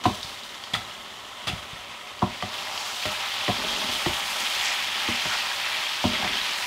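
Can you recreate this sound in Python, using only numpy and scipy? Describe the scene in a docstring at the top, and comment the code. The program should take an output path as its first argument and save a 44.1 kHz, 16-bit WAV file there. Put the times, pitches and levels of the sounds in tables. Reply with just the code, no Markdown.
"""Sauce simmers in a pan over low room noise; within the first second and a half three pieces of
marinated meat drop in with wet slaps and dull knocks, and fry off their juice. From about 2.4 s a wooden
spatula turns them: it bumps and scrapes the coated pan, and the sizzle swells as wet meat meets hot metal.
Frying is random clicks and ringing bubbles, knocks are decaying modes of pan and hob, slaps are bursts
of wet films; a dense tail adds the small kitchen around one close microphone."""
import sys
import numpy as np
from scipy import signal
from scipy.fft import rfft, irfft
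from scipy.io import wavfile

SR = 44100
rng = np.random.default_rng(int(sys.argv[2]) if len(sys.argv) > 2 else 0)


def waveform_to_disk(signal):
    """Save audio, clipped to [-1, 1], as 16-bit WAV at the path in sys.argv[1]."""
    frames = np.transpose(np.atleast_2d(signal))
    scaled = np.clip(frames, -1, 1) * 32767
    samples = np.round(scaled).astype(np.int16)
    wavfile.write(sys.argv[1], SR, samples)


N = 293706
TIME = np.arange(N) / SR  # s


def from_db(db):
    """Decibels to gain."""
    return 10 ** (np.asarray(db) / 20)


def rms_one(x):
    """Scale to rms 1."""
    return x / np.sqrt(np.mean(x ** 2) + 1e-20)


def level(rows):
    """A curve of (s, dB) points as a gain, faded in just before its first point."""
    s, db = np.transpose(rows)
    fade_in = np.clip(1 + (TIME - s[0]) / 0.15, 0, 1)
    return from_db(np.interp(TIME, s, db)) * fade_in


def fading(events, rise_s, fade_s):
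    """Each (s, dB) event rises quickly and dies away; their powers add."""
    power = 0
    for s, db in events:
        age = np.maximum(TIME - s, 0)
        shape = (1 - np.exp(-age / rise_s)) * np.exp(-age / fade_s)
        power = power + (from_db(db) * shape) ** 2
    return np.sqrt(power)


def swell(at, db, half_s):
    """A bell-shaped rise and fall in level."""
    return from_db(db) * np.exp(-((TIME - at) / half_s) ** 2)


def drift(rate):
    """Slow chance with spread 1, drawn at every 40th sample."""
    r = np.exp(-80 * np.pi * rate / SR)
    noise = rng.standard_normal(N // 40 + 2002)
    slow = signal.lfilter([1], [1, -2 * r, r * r], noise)[2000:]  # the filter has settled by then
    return np.interp(np.arange(N) / 40, np.arange(len(slow)), rms_one(slow))


def coloured(x, spectrum, size=4096):
    """Causal (minimum-phase) filter of unit energy with the given spectrum."""
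    hz, db = np.transpose(spectrum)
    grid = np.maximum(np.fft.rfftfreq(size, 1 / SR), 1)
    skirts = np.minimum(grid / hz[0], 1) ** 2 * np.minimum(hz[-1] / grid, 1) ** 2
    magnitude = skirts * from_db(np.interp(np.log(grid), np.log(hz), db))
    cepstrum = irfft(np.log(magnitude))
    # keeping only the causal half of the cepstrum gives minimum phase
    response = irfft(np.exp(rfft(2 * cepstrum[:size // 2], size)))
    return signal.oaconvolve(x, response / np.linalg.norm(response))[:N]


def ring(clicks, hz, t60):
    """A unit click sets a decaying sine of height 1 ringing; it drops 60 dB in t60 seconds."""
    r, w = from_db(-60 / (t60 * SR)), 2 * np.pi * hz / SR
    return signal.lfilter([0, np.sin(w)], [1, -2 * r * np.cos(w), r * r], clicks + 1e-18)


def clicks_at(times, heights):
    """One click of the given height at each time."""
    out = np.zeros(N)
    out[np.clip(np.round(times * SR).astype(int), 0, N - 1)] = heights
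    return out


def grains(per_s, spread_db, clump_db):
    """Random clicks in clumps; a positive spread makes most small and a few large, zero makes all equal."""
    born = rng.random(N) < per_s * from_db(clump_db * drift(25)) / SR
    sizes = from_db(spread_db * np.minimum(rng.exponential(1, N), 5))
    return born * sizes * rng.choice([-1, 1], N)


def bubbles(clicks, low_hz, high_hz, cycles, count=20):
    """Each click rings a bubble at one of `count` pitches, dying in a set number of cycles."""
    dealt = rng.integers(0, count, N)
    pitches = np.geomspace(low_hz, high_hz, count)
    # the factor hz makes high bubbles stronger
    voices = [ring(clicks * (dealt == k), hz, cycles / hz) * hz for k, hz in enumerate(pitches)]
    return rms_one(sum(voices))


def pops(rows, rise_s, fade_s, glide):
    """Each (s, dB, Hz) pocket of gas rings briefly as it opens, its pitch rising by the share `glide`."""
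    out, t = np.zeros(N + SR), TIME[:SR // 10]
    envelope = (1 - np.exp(-t / rise_s)) * np.exp(-t / fade_s)
    envelope = envelope / envelope.max()
    cycles = np.cumsum(1 + glide * (0.5 - np.exp(-t / (2 * fade_s)))) / SR
    for s, db, hz in rows:
        start = int(s * SR)
        out[start:start + len(t)] += from_db(db) * envelope * np.sin(2 * np.pi * hz * cycles)
    return out[:N]


def resonate(x, centre_hz, width_hz, size=128):
    """A resonance whose centre may move over time, updated block by block; rms 1."""
    r, state, out = np.exp(-np.pi * width_hz / SR), np.zeros(2), np.zeros(N)
    w = 2 * np.pi * np.broadcast_to(centre_hz, N) / SR
    for i in range(0, N, size):
        poles = [1, -2 * r * np.cos(w[i]), r * r]
        out[i:i + size], state = signal.lfilter([1, 0, -1], poles, x[i:i + size], zi=state)
    return rms_one(out)


def struck(times, db, modes, vary_db, travel_s=0.00099):
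    """Every blow lands somewhere else and so sets each mode's size, sign and arrival anew."""
    size, side, path = np.moveaxis(rng.standard_normal((len(times), len(modes), 3)), -1, 0)
    weights = np.sign(side) * from_db(db[:, None] + vary_db * size)
    arrivals = times[:, None] + travel_s * np.abs(path)
    out = 0
    for k, (hz, mode_db, t60) in enumerate(modes):
        out = out + ring(clicks_at(arrivals[:, k], weights[:, k] * from_db(mode_db)), hz, t60)
    return out


def kitchen(x, wet_db, t60):
    """Direct sound plus dense reflections from hob, walls and cupboards."""
    t = TIME[:SR // 2]
    tail = rng.standard_normal(len(t)) * from_db(-60 * t / t60) * (t > .003)
    return x + from_db(wet_db) * signal.oaconvolve(x, tail / np.linalg.norm(tail))[:N]


# Resonances of the pan's bowl. Each row: frequency in Hz, width in Hz, level against the direct sound in dB.
BOWL = [(567.6, 11, 5), (632, 7.2, -1), (729.6, 9.7, 12.5), (793, 16, 8.5), (965, 18, 1), (1300, 62, -4),
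        (3290, 39, -13), (3330, 51, -23), (3540, 85, -10)]


def bowl(x):
    """Whatever sounds inside the pan is lifted at the resonances of its bowl."""
    out = x
    for hz, width, db in BOWL:
        r = np.exp(-np.pi * width / SR)
        poles = [1, -2 * r * np.cos(2 * np.pi * hz / SR), r * r]
        out = out + from_db(db) * (1 - r * r) / 2 * signal.lfilter([1, 0, -1], poles, x + 1e-18)
    return out


# Spectrum of the room's murmur. Each row: frequency in Hz, density in dB per Hz.
ROOM_COLOUR = [(20, 2), (45, -15), (75, -5), (105, 4), (135, -11.5), (250, -7.5), (600, -3), (3000, -29)]


def room():
    """The low murmur of the room: steady coloured noise."""
    return from_db(-53.5) * coloured(rng.standard_normal(N), ROOM_COLOUR)


def frying(colour, per_s, spread_db, bubble_db):
    """Sharp crackle and tiny ringing bubbles of one spectrum; rms 1."""
    crackle = rms_one(grains(per_s, spread_db, clump_db=2.5))
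    fizz = bubbles(grains(per_s / 2, spread_db, clump_db=2.5), low_hz=784, high_hz=7330, cycles=14.4)
    return rms_one(coloured(crackle + from_db(bubble_db) * fizz, colour))


SIMMER_DB = -41.5  # steady, before bowl and kitchen
# Spectrum of the simmer. Each row: frequency in Hz, density in dB per Hz.
SIMMER_COLOUR = [(300, -28.5), (480, -18), (590, -2.5), (760, -10.5), (1050, 1), (1350, -4.5), (1600, -7),
                 (2080, -1.5), (2400, -8), (3100, 0.5), (4300, -9.5), (6500, -16.5), (9000, -22.5),
                 (15000, -38)]


def simmer():
    """The sauce boils evenly throughout."""
    return from_db(SIMMER_DB) * frying(SIMMER_COLOUR, per_s=7000, spread_db=2.0, bubble_db=-6.5)


# Spectrum of the frying juice. Each row: frequency in Hz, density in dB per Hz.
JUICE_COLOUR = [(900, -11), (2000, -5.5), (3600, 1.5), (5000, -4.5), (8000, -11.5), (15000, -20.5)]


def juice():
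    """Each dropped piece fries off its juice in a fading crackle."""
    drops = [(at, juice_db) for at, _, _, juice_db in DROPS]
    crackle = frying(JUICE_COLOUR, per_s=3700, spread_db=2.0, bubble_db=-25)
    return fading(drops, rise_s=0.0045, fade_s=0.46) * crackle


# Wet meat turned onto hot metal. Each row: time in seconds, relative sear level in dB, oil spray level in dB.
SEARING = [(2.35, -40, -66), (2.48, -39, -55), (2.55, -34.5, -50.5), (2.8, -35.5, -45.5),
           (3.03, -33.5, -43), (3.38, -31.5, -47), (3.65, -31, -44.5), (3.9, -30.5, -41), (4.25, -33, -40),
           (4.62, -29, -39.5), (4.9, -31, -44), (5.35, -29, -43.5), (5.55, -31.5, -43), (6.35, -30, -46.5),
           (6.6, -30.5, -42.5)]
# Spectrum of the sear. Each row: frequency in Hz, density in dB per Hz.
SEAR_COLOUR = [(500, -31), (900, -5.5), (1600, -7), (2200, -4.5), (2700, -2), (3200, -3), (4200, -3),
               (5200, -6.5), (6800, -16), (9000, -19.5), (15000, -25)]


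def sear_level():
    """The rise and fall of the searing as a gain."""
    return level([(at, sear_db) for at, sear_db, _ in SEARING])


def sear():
    """Wet meat on hot metal boils in a dense, bright crackle."""
    crackle = frying(SEAR_COLOUR, per_s=11000, spread_db=2.5, bubble_db=-4.0)
    return from_db(-1.48) * sear_level() * crackle


# Spectrum of the fine oil spray. Each row: frequency in Hz, density in dB per Hz.
SPRAY_COLOUR = [(3500, -6), (6500, 3.5), (8500, -1), (11000, -3.5), (14000, -8), (16000, -10)]


def spray(idle_db=-55.5):
    """A treble mist of nearly equal droplets: steady at rest, stronger with the searing."""
    mist = coloured(grains(per_s=14000, spread_db=0.5, clump_db=2.5), SPRAY_COLOUR)
    stirred = level([(at, spray_db) for at, _, spray_db in SEARING])
    return np.hypot(from_db(idle_db), stirred) * rms_one(mist)


# Sauce runs onto bare hot metal. Each row: time of the peak in seconds, level in dB, half length in seconds.
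FLARES = [(2.86, -41.5, 0.15), (3.743, -40, 0.1), (4.428, -38, 0.044), (4.667, -32.5, 0.055),
          (5.287, -42, 0.14)]
# Spectrum of a flare. Each row: frequency in Hz, density in dB per Hz.
FLARE_COLOUR = [(1500, -6), (3000, -5), (4800, 9), (6500, 7), (8000, 2), (11000, -29)]


def flares():
    """Sauce on bare metal flares up in a swelling hiss of very uneven grains."""
    hiss = rms_one(coloured(grains(per_s=11000, spread_db=6.0, clump_db=1.5), FLARE_COLOUR))
    return sum(swell(at, db, half_s) for at, db, half_s in FLARES) * hiss


# Strokes of the spatula. Each row: start in seconds, length in seconds, then the relative levels in dB of
# the scrape, the sputter of wet sauce and the tumbling meat.
STROKES = [(2.438, 0.36, -38, -50, -66), (3.033, 0.41, -39, -39.5, -58), (3.53, 0.27, -38, -44, -36.5),
           (3.933, 0.52, -37, -36.5, -50), (4.577, 0.19, -39.5, -32.5, -52), (4.83, 0.7, -39.5, -36, -56),
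           (5.58, 0.21, -38.5, -33, -62), (6.075, 0.2, -38.5, -33, -38.5), (6.332, 0.34, -43, -36.5, -68)]


def stroke_levels(attack_s=0.069, release_s=0.21):
    """Every stroke builds up, holds and lets go: gains of scrape, sputter and tumble."""
    power = 0
    for start, length, *db in STROKES:
        attack = np.clip((TIME - start) / attack_s, 0, 1)
        release = np.exp(-np.maximum(TIME - start - length, 0) / release_s)
        power = power + np.outer(from_db(db), attack * release) ** 2
    return np.sqrt(power)


# Spectrum of the sputter. Each row: frequency in Hz, density in dB per Hz.
SPUTTER_COLOUR = [(900, -18), (1500, -7), (1900, -1), (2250, -1.5), (2600, -0.5), (3200, -10), (5000, -22)]


def sputter():
    """Wet sauce sputters with every stroke."""
    _, sputter_level, _ = stroke_levels()
    return sputter_level * frying(SPUTTER_COLOUR, per_s=5000, spread_db=3.0, bubble_db=-4.0)


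def sizzle():
    """All the frying together, sounding through the bowl into the kitchen."""
    in_pan = simmer() + juice() + sear() + sputter() + flares() + spray()
    return kitchen(bowl(in_pan), wet_db=-11.5, t60=0.17)


# A shifting hollow between the pieces. Each row: time in seconds, centre in Hz, relative level in dB.
HOLLOW = [(2.5, 3250, -52), (2.75, 3000, -45.5), (3.2, 3130, -41), (3.45, 3280, -38), (3.65, 3250, -36),
          (3.87, 3080, -37), (4.14, 3130, -35), (4.27, 3240, -42), (4.5, 3300, -35), (5.2, 3100, -37.5),
          (5.55, 3300, -40.5), (6.05, 3230, -36), (6.4, 3160, -34), (6.6, 3100, -49)]


def hollow(width_hz=560):
    """Crackle rings in a hollow between the pieces, whose pitch shifts as they are turned."""
    s, hz, db = np.transpose(HOLLOW)
    centre = np.interp(TIME, s, hz)
    crackle = grains(per_s=3000, spread_db=4.0, clump_db=2.0)
    voice = resonate(resonate(crackle, centre, width_hz), centre, 2 * width_hz)
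    return from_db(1.5) * level(np.c_[s, db]) * voice


# Squeezed pockets of wet sauce boiling off. Each row: time of the peak in seconds, level in dB, half length
# in seconds, pitch in Hz.
SURGES = [(1.85, -48, 0.5, 2470), (2.338, -41, 0.018, 2400), (3.26, -42, 0.068, 2070),
          (3.462, -32.5, 0.034, 2700), (4.453, -35, 0.042, 2460), (4.654, -33, 0.062, 2250),
          (5.14, -35.5, 0.16, 2340), (5.324, -31.5, 0.034, 1570)]


def surges(width_hz=580):
    """Squeezed pockets of sauce boil off in short surges, each with a pitch of its own."""
    boiling = grains(per_s=2300, spread_db=1.5, clump_db=2.5)
    out = 0
    for at, db, half_s, hz in SURGES:
        voice = resonate(resonate(boiling, hz, width_hz, size=N), hz, 2 * width_hz, size=N)
        out = out + swell(at, db, half_s) * voice
    return out


def pockets():
    """Crackle trapped between the pieces: the hollow and the surges in the kitchen."""
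    return kitchen(hollow() + surges(), wet_db=-7.5, t60=0.12)


# The loudest drops spitting in the oil. Each row: time in seconds, bubble peak in dB, bubble pitch in Hz.
SPITS = [(0.2303, -22, 3900), (0.4346, -32, 3900), (0.6385, -28, 3380), (2.0725, -35.5, 2710),
         (2.1928, -31, 3200), (2.7773, -20.5, 3200), (3.0267, -25, 2410), (4.526, -26.5, 3160),
         (6.0685, -24, 3300)]
# Spectrum of a spit's snap. Each row: frequency in Hz, density in dB per Hz.
SPIT_COLOUR = [(500, 5), (1500, 0), (3300, 4), (4500, 15.5), (8000, -7), (15000, -18)]


def spits(snap_db=12, small_db=-10.5):
    """A drop of water bursts in the oil: a snap and a ringing bubble. Small ones grow with the frying."""
    s, db, _ = np.transpose(SPITS)
    vigour = np.hypot(from_db(SIMMER_DB), sear_level())
    small_clicks = grains(per_s=70, spread_db=2.5, clump_db=2.0)
    small = vigour * bubbles(small_clicks, low_hz=1610, high_hz=3900, cycles=43)
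    loud = pops(SPITS, rise_s=0.00025, fade_s=0.0019, glide=0.12)
    snaps = bowl(coloured(clicks_at(s, from_db(db + snap_db)), SPIT_COLOUR))
    return loud + from_db(small_db) * small + kitchen(snaps, wet_db=3.0, t60=0.56)


# Spectrum of the scrape. Each row: frequency in Hz, density in dB per Hz.
SCRAPE_COLOUR = [(350, -12), (520, -9), (620, -3.5), (720, -6.5), (920, 3.5), (1200, 3), (1550, -9),
                 (2500, -8.5)]


def scrape():
    """Wood slips over the gritty coating in tiny jerks of equal size."""
    scrape_level, _, _ = stroke_levels()
    slips = coloured(grains(per_s=1500, spread_db=0.0, clump_db=4.5), SCRAPE_COLOUR)
    return from_db(-1.5) * scrape_level * rms_one(bowl(slips))


# Spectrum of the rolling meat. Each row: frequency in Hz, density in dB per Hz.
TUMBLE_COLOUR = [(50, 1), (100, -22), (160, -0.5), (220, 5), (320, -2), (480, -2), (900, -4.5)]


def tumble(heave_db=-52, settle_db=-24):
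    """The sauce heaves slowly; soft pieces roll with each stroke and settle after each blow."""
    _, _, tumble_level = stroke_levels()
    shaken = [(s, thump_db + settle_db) for s, _, _, _, thump_db, *_ in KNOCKS]
    settling = fading(shaken, rise_s=0.025, fade_s=0.18)
    rolls = coloured(grains(per_s=360, spread_db=3.0, clump_db=4.0), TUMBLE_COLOUR)
    gain = np.sqrt(from_db(heave_db) ** 2 + tumble_level ** 2 + settling ** 2)
    return from_db(-3.5) * gain * rms_one(rolls)


def stirring():
    """Scraping wood and tumbling meat in the kitchen."""
    return kitchen(scrape() + tumble(), wet_db=-6, t60=0.063)


# Heavy pieces slump onto the pile. Each row: time in seconds, relative level in dB.
SLUMPS = [(0.245, -29), (1.496, -33), (1.532, -16.5), (1.73, -26.5), (4.07, -18), (4.6, -35)]


def slumps(body_hz=135, body_t60=0.022, soft_hz=230):
    """Soft meat lands without a clack: only a deep, damped thud."""
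    s, db = np.transpose(SLUMPS)
    body = ring(clicks_at(s, from_db(db)), body_hz, body_t60)
    soft = signal.sosfilt(signal.butter(2, soft_hz, fs=SR, output="sos"), body)
    return kitchen(soft, wet_db=-6.0, t60=0.32)


# The spatula's edge meets the pan. Each row: time in seconds, relative level in dB.
TAPS = [(2.4245, -21), (3.0535, -21), (3.4807, -17), (4.06, -18)]
# Modes of the wooden blade. Each row: frequency in Hz, level in dB, t60 in seconds.
SPATULA_MODES = [(1972, -1.5, 0.016), (3000, -7, 0.013)]
# Air escapes from under a landing piece. Each row: time in seconds, peak in dB, pitch in Hz.
SMACKS = [(0.7395, -15.5, 3390), (0.7468, -18, 1960), (0.7505, -19.5, 1310), (1.4702, -29, 1310),
          (1.4832, -17, 3350), (1.499, -23.5, 2720)]


def contacts():
    """The spatula's edge ticks on bare pan; air trapped under a landing piece breaks out in wet smacks."""
    ticks = struck(*np.transpose(TAPS), SPATULA_MODES, vary_db=-1.0)
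    smacks = pops(SMACKS, rise_s=0.00081, fade_s=0.0021, glide=0.07)
    return kitchen(ticks + smacks, wet_db=-7.5, t60=0.3)


# Pieces dropped into the sauce. Each row: time in seconds, relative slap level in dB, delay in seconds until
# the rest of the piece flops down, level in dB of the juice frying off.
DROPS = [(0.037, -23, 0.01, -38.5), (0.7348, -18, 0.015, -45), (1.469, -21, 0.015, -46.5)]
# Spectrum of a slap. Each row: frequency in Hz, density in dB per Hz.
SLAP_COLOUR = [(100, 3), (400, -9), (900, -6), (1300, -3), (1600, -8.5), (1950, -4.5), (2600, -5),
               (3400, -2), (4500, -7), (8000, -18), (15000, -30)]


def slaps(flop_db=-5):
    """Wet meat, dropped or hit by the spatula, squeezes out a short burst of bursting films."""
    touches = [(s, db) for s, db, _, _ in DROPS]
    flops = [(s + after, db + flop_db) for s, db, after, _ in DROPS]
    squelches = [(s, squelch_db) for s, *_, squelch_db in KNOCKS]
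    envelope = fading(touches + flops, rise_s=0.0038, fade_s=0.006)
    envelope = envelope + fading(squelches, rise_s=0.00054, fade_s=0.0095)
    film_clicks = grains(per_s=2100, spread_db=-1.0, clump_db=1.0)
    films = bubbles(film_clicks, low_hz=1280, high_hz=3840, cycles=15, count=9)
    spatter = rms_one(grains(per_s=7700, spread_db=3.0, clump_db=0.0))
    burst = envelope * (spatter + from_db(-10.5) * films)
    return from_db(2) * kitchen(bowl(coloured(burst, SLAP_COLOUR)), wet_db=-3.5, t60=0.33)


# Dull, close-packed vibration of pan and food. Each row: frequency in Hz, density in dB per Hz.
THUD_COLOUR = [(120, -3), (210, -1.5), (310, -1), (480, -5.5), (700, -14), (950, -0.5), (1150, -14),
               (1600, -15.5)]


def thuds(against_thump_db=-6.5):
    """The food damps the pan: a blow also dies at once in a pitchless thud of noise."""
    blows = [(s, thump_db + against_thump_db) for s, _, _, _, thump_db, *_ in KNOCKS]
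    envelope = fading(blows, rise_s=0.0007, fade_s=0.014)
    return kitchen(coloured(envelope * rng.standard_normal(N), THUD_COLOUR), wet_db=-6.5, t60=0.29)


def clunks(against_thump_db=3.5, clunk_t60=0.047, floor_hz=239, floor_t60=0.27, floor_delay_s=0.00815):
    """Each blow has a short hollow clunk, pitched by what lands and where; then the pan's floor rings on."""
    s, _, _, rock_s, thump_db, clunk_hz, floor_db, _, _ = np.transpose(KNOCKS)
    hits = s + rock_s
    clunk = 0
    for at, db, hz in zip(hits, thump_db + against_thump_db, clunk_hz):
        clunk = clunk + ring(clicks_at(at, from_db(db)), hz, clunk_t60)
    floor = ring(clicks_at(hits + floor_delay_s, from_db(floor_db)), floor_hz, floor_t60)
    soft_band = signal.butter(2, [90, 560], "band", fs=SR, output="sos")
    return kitchen(signal.sosfilt(soft_band, clunk + floor), wet_db=-7.5, t60=0.15)


# Blows on the pan by meat or spatula. 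Each row: time in seconds, wall clack in dB, clack pitch in Hz, delay in
# seconds until the pan meets the hob, thump in dB, clunk pitch in Hz, ring of the pan's floor in dB, rim note
# in dB, wet squelch in dB. All levels are relative.
KNOCKS = [(0.0547, -9.5, 1020, 0.0072, -17.5, 288, -26, -36, -28),
          (0.099, -27, 1090, 0.0027, -32, 215, -37, -55, -47),
          (0.748, -35, 800, 0.004, -39.5, 190, -43, -43, -44),
          (1.478, -26, 1150, 0.008, -33, 150, -42, -47, -30),
          (2.2207, -18, 1150, 0.0035, -39, 200, -50, -47, -39),
          (2.226, -13, 1016, 0.0031, -18.5, 192, -31, -33.5, -45),
          (2.4241, -19.5, 1160, 0.009, -30, 117, -41, -42, -35),
          (3.054, -31, 684, 0.0097, -29, 105, -52, -29.5, -27.5),
          (3.4805, -20, 1050, 0.0043, -27, 392, -42, -29, -32),
          (3.4895, -13.5, 1055, 0.0022, -22, 192, -35, -29, -44),
          (3.885, -29, 950, 0.0041, -36, 250, -42, -41, -31),
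          (4.061, -20, 880, 0.0021, -20, 350, -42, -36.5, -34),
          (5.083, -28, 850, 0.004, -27.5, 316, -30.5, -41, -31),
          (5.254, -25, 910, 0.0041, -31.5, 164, -54, -40, -37),
          (6.0407, -15.5, 890, 0.0081, -17.5, 208, -22.5, -29.5, -31),
          (6.226, -23.5, 814, 0.004, -34, 165, -46, -54, -45),
          (6.245, -21.5, 1000, 0.0048, -29.5, 138, -47, -38, -35)]
# Modes of the loaded pan's wall. Each row: frequency in Hz, level in dB, t60 in seconds.
PAN_MODES = [(572, -11, 0.083), (695, 2, 0.029), (738, -2.5, 0.075), (917, -8.5, 0.09), (1000, -8, 0.05),
             (1075, -6.5, 0.043), (1367, -11, 0.056)]
# Modes of the pan rocking on the hob. Each row: frequency in Hz, level in dB, t60 in seconds.
HOB_MODES = [(52, -24, 0.47), (83.4, -15.5, 0.31), (106, -1.5, 0.087), (147, -21, 0.071), (200, -7, 0.17),
             (281, -10.5, 0.09), (356, -4.5, 0.053), (428, -12.5, 0.087)]


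def knocks(rebound_s=0.00806, rebound_db=-7.5, spot_t60=0.026, rim_hz=615, rim_t60=0.43):
    """The wall clacks and the free rim sings on; then the pan thumps on the hob. Wall and hob rebound once."""
    s, clack_db, _, rock_s, thump_db, _, _, rim_db, _ = np.transpose(KNOCKS)
    touches = np.r_[s, s + rebound_s]
    clacks = np.r_[clack_db, clack_db + rebound_db]
    thumps = np.r_[thump_db, thump_db + rebound_db]
    wall = from_db(-9.0) * struck(touches, clacks, PAN_MODES, vary_db=3.5)
    # the struck spot of the wall has a short note of its own
    spot = sum(ring(clicks_at(at, from_db(db)), hz, spot_t60) for at, db, hz, *_ in KNOCKS)
    # soft contacts carry no treble, and the thin wall radiates no bass
    wall_band = signal.butter(2, [330, 1700], "band", fs=SR, output="sos")
    clack = signal.sosfilt(wall_band, wall + spot)
    rim = ring(clicks_at(s, from_db(rim_db)), rim_hz, rim_t60)
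    thump = from_db(-2.0) * struck(touches + np.r_[rock_s, rock_s], thumps, HOB_MODES, vary_db=-1.0)
    return rim + kitchen(clack + thump, wet_db=-8, t60=0.28)


def scene():
    """Everything at the pan over the low murmur of the room, alike in both channels."""
    frying_sauce = sizzle() + pockets() + spits()
    moving_meat = stirring() + slumps() + contacts() + slaps()
    blows = thuds() + clunks() + knocks()
    mono = room() + frying_sauce + moving_meat + blows
    return np.stack([mono, mono])


def record(dry):
    """The microphone loses the deepest bass; the top is cut steeply."""
    thin = signal.sosfilt(signal.butter(3, 42, "high", fs=SR, output="sos"), dry)
    return signal.sosfilt(signal.ellip(12, .1, 80, 15650, fs=SR, output="sos"), thin)


dry = scene()
out = record(dry)
waveform_to_disk(out)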